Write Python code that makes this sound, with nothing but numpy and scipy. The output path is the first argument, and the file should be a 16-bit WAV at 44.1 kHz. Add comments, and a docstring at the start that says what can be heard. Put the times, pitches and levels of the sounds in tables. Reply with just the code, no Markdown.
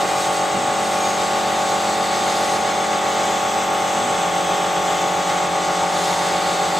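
"""A laser cutter slices a clear plastic block for about seven seconds, heard from inside its cabinet.
From the start a looped stroke waveform drones and throbs as the air pump, and coloured noise is fan and jet.
The head is already moving back, a low step-rate hum; at half a second it turns, steps aside and jolts the frame.
A long pass to the front dims the hiss past the block's edge; a brief whistle sounds near one second.
After the second turn, near four seconds, the head comes back over the block; hoots of narrow noise end it."""
import sys
import numpy as np
from scipy import signal
from scipy.fft import rfft, irfft, next_fast_len
from scipy.io import wavfile

SR = 44100
rng = np.random.default_rng(int(sys.argv[2]) if len(sys.argv) > 2 else 0)


def dump_mix(stems):
    """Bounce the given channels to the path in sys.argv[1] as a 16-bit WAV at rate SR."""
    frames = np.atleast_2d(stems).T  # one column per channel
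    limited = np.clip(frames, -1, 1)  # hard clip at full scale
    pcm = np.round(limited * 32767).astype(np.int16)
    wavfile.write(sys.argv[1], SR, pcm)


N = 299439

# straight passes of the head, positive towards the front: start_s, stop_s, speed_mm_per_s
CUTS = [(-.1, .542, -15), (.722, 3.988, 25), (4.168, 7, -20)]
STROKE_HZ = 46.117   # mean rate of the pump
STEPS_PER_MM = 8.625   # motor steps per millimetre of travel


def from_db(db):
    """Turn decibels into an amplitude gain."""
    return 10 ** (np.asarray(db) / 20)


def rms_one(x):
    """Scale to unit rms."""
    return x / np.sqrt(np.mean(x ** 2) + 1e-20)


def seconds():
    """Give the time of every sample."""
    return np.arange(N) / SR


def at_hz(points, hz):
    """Read a curve of (frequency, value) points on a log-frequency axis."""
    freq, value = np.transpose(points)
    return np.interp(np.log(np.maximum(hz, 1)), np.log(freq), value)


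def bell(x, centre, reach):
    """Draw a bell curve of height 1 that falls to 1/e at its reach."""
    return np.exp(-((x - centre) / reach) ** 2)


def between(x, low, high, soft):
    """Rise from 0 to 1 between two bounds, with soft edges."""
    return (np.tanh((x - low) / soft) - np.tanh((x - high) / soft)) / 2


def drift(rate):
    """Wander at random around 0, by straight lines between rate new values a second."""
    knots = rng.standard_normal(1024)
    return np.interp(seconds() * rate, np.arange(len(knots)), knots)


def air_noise(spectrum):
    """Make stereo turbulence of a given colour at rms 1, the channels alike to a different degree by pitch."""
    # likeness of left and right: pitch_hz, correlation (-1 to 1)
    stereo_likeness = [(30, -0.39), (70, -0.34), (130, 0.62), (500, 0.56), (1000, 0.43), (2000, 0.74),
                       (4000, 0.93), (8000, 0.98), (12000, 0.51)]
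    size = next_fast_len(N)
    hz = np.arange(size // 2 + 1) * SR / size
    mid, side = rfft(rng.standard_normal((2, size)))
    alike = np.clip(at_hz(stereo_likeness, hz), -1, 1)
    pair = np.sqrt(1 + alike) * mid + np.sqrt(1 - alike) * side * [[1], [-1]]
    # fade the noise beyond both ends of the colour curve
    low_skirt = np.minimum(hz / spectrum[0][0], 1) ** 2
    high_skirt = np.minimum(spectrum[-1][0] / (hz + 1), 1) ** 2
    coloured = pair * low_skirt * high_skirt * from_db(at_hz(spectrum, hz))
    return rms_one(irfft(coloured, size)[:, :N])


def narrow_noise(hz, width_hz):
    """Pass noise twice through one resonance, for a breathy band at rms 1."""
    r = np.exp(-np.pi * width_hz / SR)
    section = [1 - r, 0, r - 1, 1, -2 * r * np.cos(2 * np.pi * hz / SR), r * r]
    return rms_one(signal.sosfilt([section, section], rng.standard_normal(N)))


def running(start, stop):
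    """Give the share of full speed of a motor that ramps up, runs and ramps down."""
    ramp_s = .03   # half speed falls on start and stop
    return np.clip(np.minimum(seconds() - start, stop - seconds()) / ramp_s + .5, 0, 1)


def turns():
    """List the moments at which the head stops to turn."""
    return [stop for _, stop, _ in CUTS[:-1]]


def pump(strokes):
    """Repeat one waveform every stroke; the motor's slip against the mains makes it throb."""
    # lower drone, before its trim: multiple of stroke rate, level_db, left_minus_right_db
    drone_lines = [(1, -63.0, -6), (2, -53.0, 1), (3, -50.0, -1), (4, -39.8, -3), (5, -50.1, -2),
                   (6, -47.6, -1), (7, -39.1, -4), (8, -43.0, -5), (9, -38.1, 2), (10, -39.0, -2),
                   (11, -51.2, -4), (12, -31.3, 0), (13, -32.8, -2), (14, -43.6, 14), (15, -37.9, 3),
                   (16, -30.3, -2), (17, -27.0, 1), (18, -30.5, 0), (19, -33.2, 1), (20, -47.3, 11),
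                   (21, -44.4, 4), (22, -50.9, 12), (23, -46.5, 7), (24, -32.8, 4), (25, -49.6, 3),
                   (26, -36.7, 5), (27, -42.3, 3), (28, -51.1, 2), (29, -48.0, -3), (30, -43.3, 4),
                   (31, -43.4, 0), (32, -44.1, 4)]
    # mean level of the upper multiples (valve buzz), before its trim: pitch_hz, level_db per line
    valve_curve = [(1500, -54), (2100, -52.5), (2800, -53), (3500, -61.5), (4500, -68)]
    drone_trim_db, valve_trim_db, line_spread_db = 0.18, -2.1, 3
    beat_hz, beat_peak_s, throb_depth = 7.58, 0.03, 0.15
    phase_scatter_rad, throb_scatter_rad = .65, .7
    dispersion = .22   # strokes by which each multiple leads the one below
    flutter = 0.048   # random wander of the whole drone's gain
    size = 4096   # points in the stroke waveform

    upper = np.arange(len(drone_lines) + 1, 100)
    _, low_db, low_pan_db = np.transpose(drone_lines)
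    valve_db = at_hz(valve_curve, upper * STROKE_HZ) + valve_trim_db
    valve_db = valve_db + rng.normal(0, line_spread_db, len(upper))
    level_db = np.r_[low_db + drone_trim_db, valve_db]
    pan_db = np.r_[low_pan_db, rng.normal(0, line_spread_db, len(upper))]
    count = len(level_db)

    # high notes run faster through the housing, so each stroke spreads into short falling bursts
    lead = dispersion * np.arange(count)
    phase = 2 * np.pi * np.cumsum(lead) + phase_scatter_rad * rng.standard_normal(count)
    lines = from_db(level_db + pan_db * [[.5], [-.5]]) * np.exp(1j * phase)
    # a weaker twin one beat above each line makes it swell, each at a moment of its own
    twins = lines * throb_depth * np.exp(1j * throb_scatter_rad * rng.standard_normal(count))

    place = (strokes % 1 * size).astype(int)

    def play(spectrum):
        waveform = np.fft.ifft(np.c_[np.zeros(2), spectrum], size)
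        return np.sqrt(2) * size * waveform[:, place]

    beat = np.exp(2j * np.pi * beat_hz * (seconds() - beat_peak_s))
    drone = (play(lines) + play(twins) * beat).real
    return drone * (1 + flutter * drift(40))


def fan():
    """Rush exhaust air through the cabinet, as coloured noise with slight random gusts."""
    # colour of the rush: pitch_hz, relative level_db per Hz
    rush_colour = [(20, -24), (65, -15), (130, -16.5), (215, -6), (265, -12.5), (340, -3.5), (410, -2),
                   (520, -6.5), (680, -3), (800, 2), (960, -4.5), (1250, -3.5), (1600, -7), (3000, -13)]
    rush_db, gust_db = -27.0, 0.6
    return from_db(rush_db + gust_db * drift(11)) * air_noise(rush_colour)


def low_hums():
    """Hold a few steady sines, each from a random phase."""
    # steady low hums of the machine, one beside a pump multiple: pitch_hz, level_db
    steady_hums = [(76.8, -62), (145.9, -50), (299.5, -50.5)]
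    out = np.zeros(N)
    for hz, db in steady_hums:
        out += np.sqrt(2) * from_db(db) * np.sin(2 * np.pi * (hz * seconds() + rng.random()))
    return out


def motor(speed, hum_db):
    """Hum at the stepper's step rate, which follows the speed in mm per second."""
    # partials of the hum, before the rail's high-pass: multiple of step rate, relative level_db
    step_partials = [(.5, -8), (1, 0), (2, -11)]
    waver_db = 1.5
    steps = np.cumsum(np.abs(speed)) * STEPS_PER_MM / SR
    hum = sum(from_db(db) * np.sin(2 * np.pi * k * steps) for k, db in step_partials)
    # the narrow rail radiates little bass
    hum = signal.sosfilt(signal.butter(4, 110, "high", fs=SR, output="sos"), hum)
    return np.sqrt(2) * hum * from_db(hum_db + waver_db * drift(14))


def gantry(speed, head_mm):
    """Drive the cuts along the rail with one motor; a second steps sideways at each turn."""
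    # how loudly the rail sings with the head at 0 mm: step_rate_hz, level_db
    rail_response = [(129, -46.5), (172, -38), (216, -39.5)]
    rail_db_per_mm = -0.0145   # fades as the head moves to the front
    step_delay_s, step_length_s, step_mm_per_s, step_db = .025, .125, 28, -37
    rail_db = at_hz(rail_response, np.abs(speed) * STEPS_PER_MM) + rail_db_per_mm * head_mm
    aside = np.zeros(N)
    for stop in turns():
        begin = stop + step_delay_s
        aside += running(begin, begin + step_length_s)
    return motor(speed, rail_db) + motor(step_mm_per_s * aside, step_db)


def jet_levels(head_mm):
    """Set hiss in the cut, spray and whistle (dB) by what lies under the nozzle."""
    # edges of the block along the head's path: back_mm, front_mm
    back, front = (-6.2, 38.5)
    jet_core_mm, jet_skirt_mm, edge_strip_mm = 1.2, 7.2, 6.6
    # hiss in the cut: in free air, added at the front edge, rise towards it, extra at the breakout
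    kerf_free_db, kerf_block_db, kerf_db_per_mm, breakout_db = -42, -35, 0.24, 2
    # spray: in free air, over the block's face, close inside an edge
    spray_free_db, spray_face_db, spray_edge_db = -46, -41, -38
    # thin whistle: usual level, and its swell around one place on the bed
    whistle_db, swell_db, swell_at_mm, swell_reach_mm = -58.5, 6.5, 63, 13

    on_block = between(head_mm, back, front, jet_core_mm)
    inner = between(head_mm, back + edge_strip_mm, front - edge_strip_mm, jet_core_mm)
    # the jet blows out through the front edge
    breakout = between(head_mm, front - edge_strip_mm, front, jet_core_mm)
    cutting_db = kerf_block_db + kerf_db_per_mm * (head_mm - front) + breakout_db * breakout
    under_skirt = between(head_mm, back, front, jet_skirt_mm)
    cut_db = 20 * np.log10(from_db(kerf_free_db) + from_db(cutting_db) * under_skirt)
    face_db = spray_free_db * (1 - on_block) + spray_edge_db * (on_block - inner) + spray_face_db * inner
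    return cut_db, face_db, whistle_db + swell_db * bell(head_mm, swell_at_mm, swell_reach_mm)


def cabinet(x, head_mm):
    """Comb the hiss with echoes off the metal walls; the comb slides as the head travels."""
    sound_mm_s, echo_gain, count = 343000, .25, 10
    sample, out = np.arange(N), x.copy()
    for far, slant, sign in rng.random((count, 3)):
        # the path grows or shrinks with travel, by the slant of the wall
        delay_s = .0018 + .0065 * far + 2 * (2 * slant - 1) * head_mm / sound_mm_s
        echo = np.array([np.interp(sample - delay_s * SR, sample, side) for side in x])
        out += echo_gain * np.sign(sign - .5) * echo
    return np.std(x) * rms_one(out)   # the echoes leave the overall level alone


def nozzle(strokes, head_mm):
    """Hiss as a jet of noise pulsing a little with the pump, and spray where it meets the block."""
    # colours of the air in hose and nozzle, the cut, and the spray: pitch_hz, relative level_db per Hz
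    air_colour = [(900, -9.5), (1600, -5.5), (2000, 2.5), (2650, -5.5), (3100, -1), (3500, 0), (4300, -8.5),
                  (5700, -6), (6500, -0.5), (7000, -4.5), (8000, -0.5), (8600, -12.5), (10500, -26.5),
                  (15500, -27)]
    kerf_colour = [(2000, -23), (3700, 1.5), (4700, 1.5), (6000, -9), (8000, -13), (10000, -35)]
    spray_colour = [(4000, -1.5), (8500, 3), (10000, 0), (12000, -6), (14000, -5), (15700, -19)]
    air_db, pulsing, flicker_db = -30.0, 0.023, 1.01
    cut_db, face_db, whistle_db = jet_levels(head_mm)
    air = from_db(air_db) * air_noise(air_colour) * (1 + pulsing * np.cos(2 * np.pi * strokes))
    kerf = from_db(cut_db) * air_noise(kerf_colour)
    spray = from_db(face_db) * air_noise(spray_colour)
    whistle = from_db(whistle_db) * narrow_noise(12940, width_hz=300)
    return cabinet(air + kerf + spray, head_mm) * from_db(flicker_db * drift(20)) + whistle


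def hiss_swells(head_mm):
    """Swell narrow bands of hiss, and one broad band of spray, as the head nears each place."""
    # place_mm, reach_mm, pitch_hz, width_hz, level_db at the place
    swell_bands = [(-3.5, 6.5, 8260, 200, -42), (-5, 6.6, 6520, 200, -43), (-1, 3, 2410, 60, -38),
                   (26, 22, 3630, 450, -42), (19, 11, 7850, 150, -42), (23, 13, 4740, 250, -49),
                   (36.5, 5.3, 9900, 1400, -50), (40, 8, 6520, 130, -42), (64, 18, 8020, 150, -46),
                   (50, 20, 3516, 120, -41), (71, 13, 6270, 250, -44)]
    out = np.zeros(N)
    for place, reach, hz, width, db in swell_bands:
        out += from_db(db) * bell(head_mm, place, reach) * narrow_noise(hz, width)
    return out


def ring(clicks, hz, t60):
    """Let a unit click set a sine of height 1 ringing, down 60 dB after t60 seconds."""
    r, w = np.exp(-np.log(1000) / (t60 * SR)), 2 * np.pi * hz / SR
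    return signal.lfilter([0, np.sin(w)], [1, -2 * r * np.cos(w), r * r], clicks + 1e-18)


def frame():
    """Ring every mode of the gantry frame at each jolt, with a strength of its own."""
    # modes, before the band-pass: pitch_hz, relative level_db, t60_s
    frame_modes = [(122, -2, 0.12), (200, -4, 0.24), (237, -3.5, 0.22), (394, -18, .25)]
    # jolts as the head stops, steps aside, halts and sets off, before the band-pass:
    # after_stop_s, level_db
    turn_jolts = [(0, -27.5), (.033, -34), (.105, -33), (.175, -33)]
    jolts = [(stop + after, db) for stop in turns() for after, db in turn_jolts]
    start_s, jolt_db = np.transpose(jolts)
    spread_db = rng.normal(0, 3.1, (len(start_s), len(frame_modes)))
    out = np.zeros(N)
    for k, (hz, mode_db, t60) in enumerate(frame_modes):
        clicks = np.zeros(N)
        clicks[np.round(start_s * SR).astype(int)] = from_db(jolt_db + mode_db + spread_db[:, k])
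        out += ring(clicks, hz, t60)
    # the belt softens the blow; the thin frame radiates no deep bass
    return signal.sosfilt(signal.butter(2, [130, 450], "band", fs=SR, output="sos"), out)


def stray_tones():
    """Swell and fade a short whistle, then a few hoots, each of narrow noise."""
    # centre_s, reach_s (to 1/e on either side), pitch_hz, width_hz, level_db at the centre
    brief_tones = [(1.047, 0.11, 6600, 50, -35), (5.87, .085, 912, 70, -33), (6.17, .07, 920, 80, -30),
                   (6.77, .07, 884, 40, -34)]
    out = np.zeros(N)
    for centre, reach, hz, width, db in brief_tones:
        out += from_db(db) * bell(seconds(), centre, reach) * narrow_noise(hz, width)
    return out


def scene():
    """Mix all layers; the head's travel drives the gantry, the jet and the swells of hiss."""
    speed = sum(mm_per_s * running(start, stop) for start, stop, mm_per_s in CUTS)
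    head_mm = np.cumsum(speed) / SR
    # pump strokes so far, a little uneven
    strokes = STROKE_HZ * seconds() + 0.005 * drift(1.934) + 0.0013 * drift(46)
    machine = pump(strokes) + fan() + low_hums() + gantry(speed, head_mm)
    jet = nozzle(strokes, head_mm) + hiss_swells(head_mm)
    return machine + jet + frame() + stray_tones()


def record(dry):
    """Cut the top steeply with an elliptic low-pass."""
    return signal.sosfilt(signal.ellip(12, .1, 90, 15720, fs=SR, output="sos"), dry)


dry = scene()
out = record(dry)
dump_mix(out)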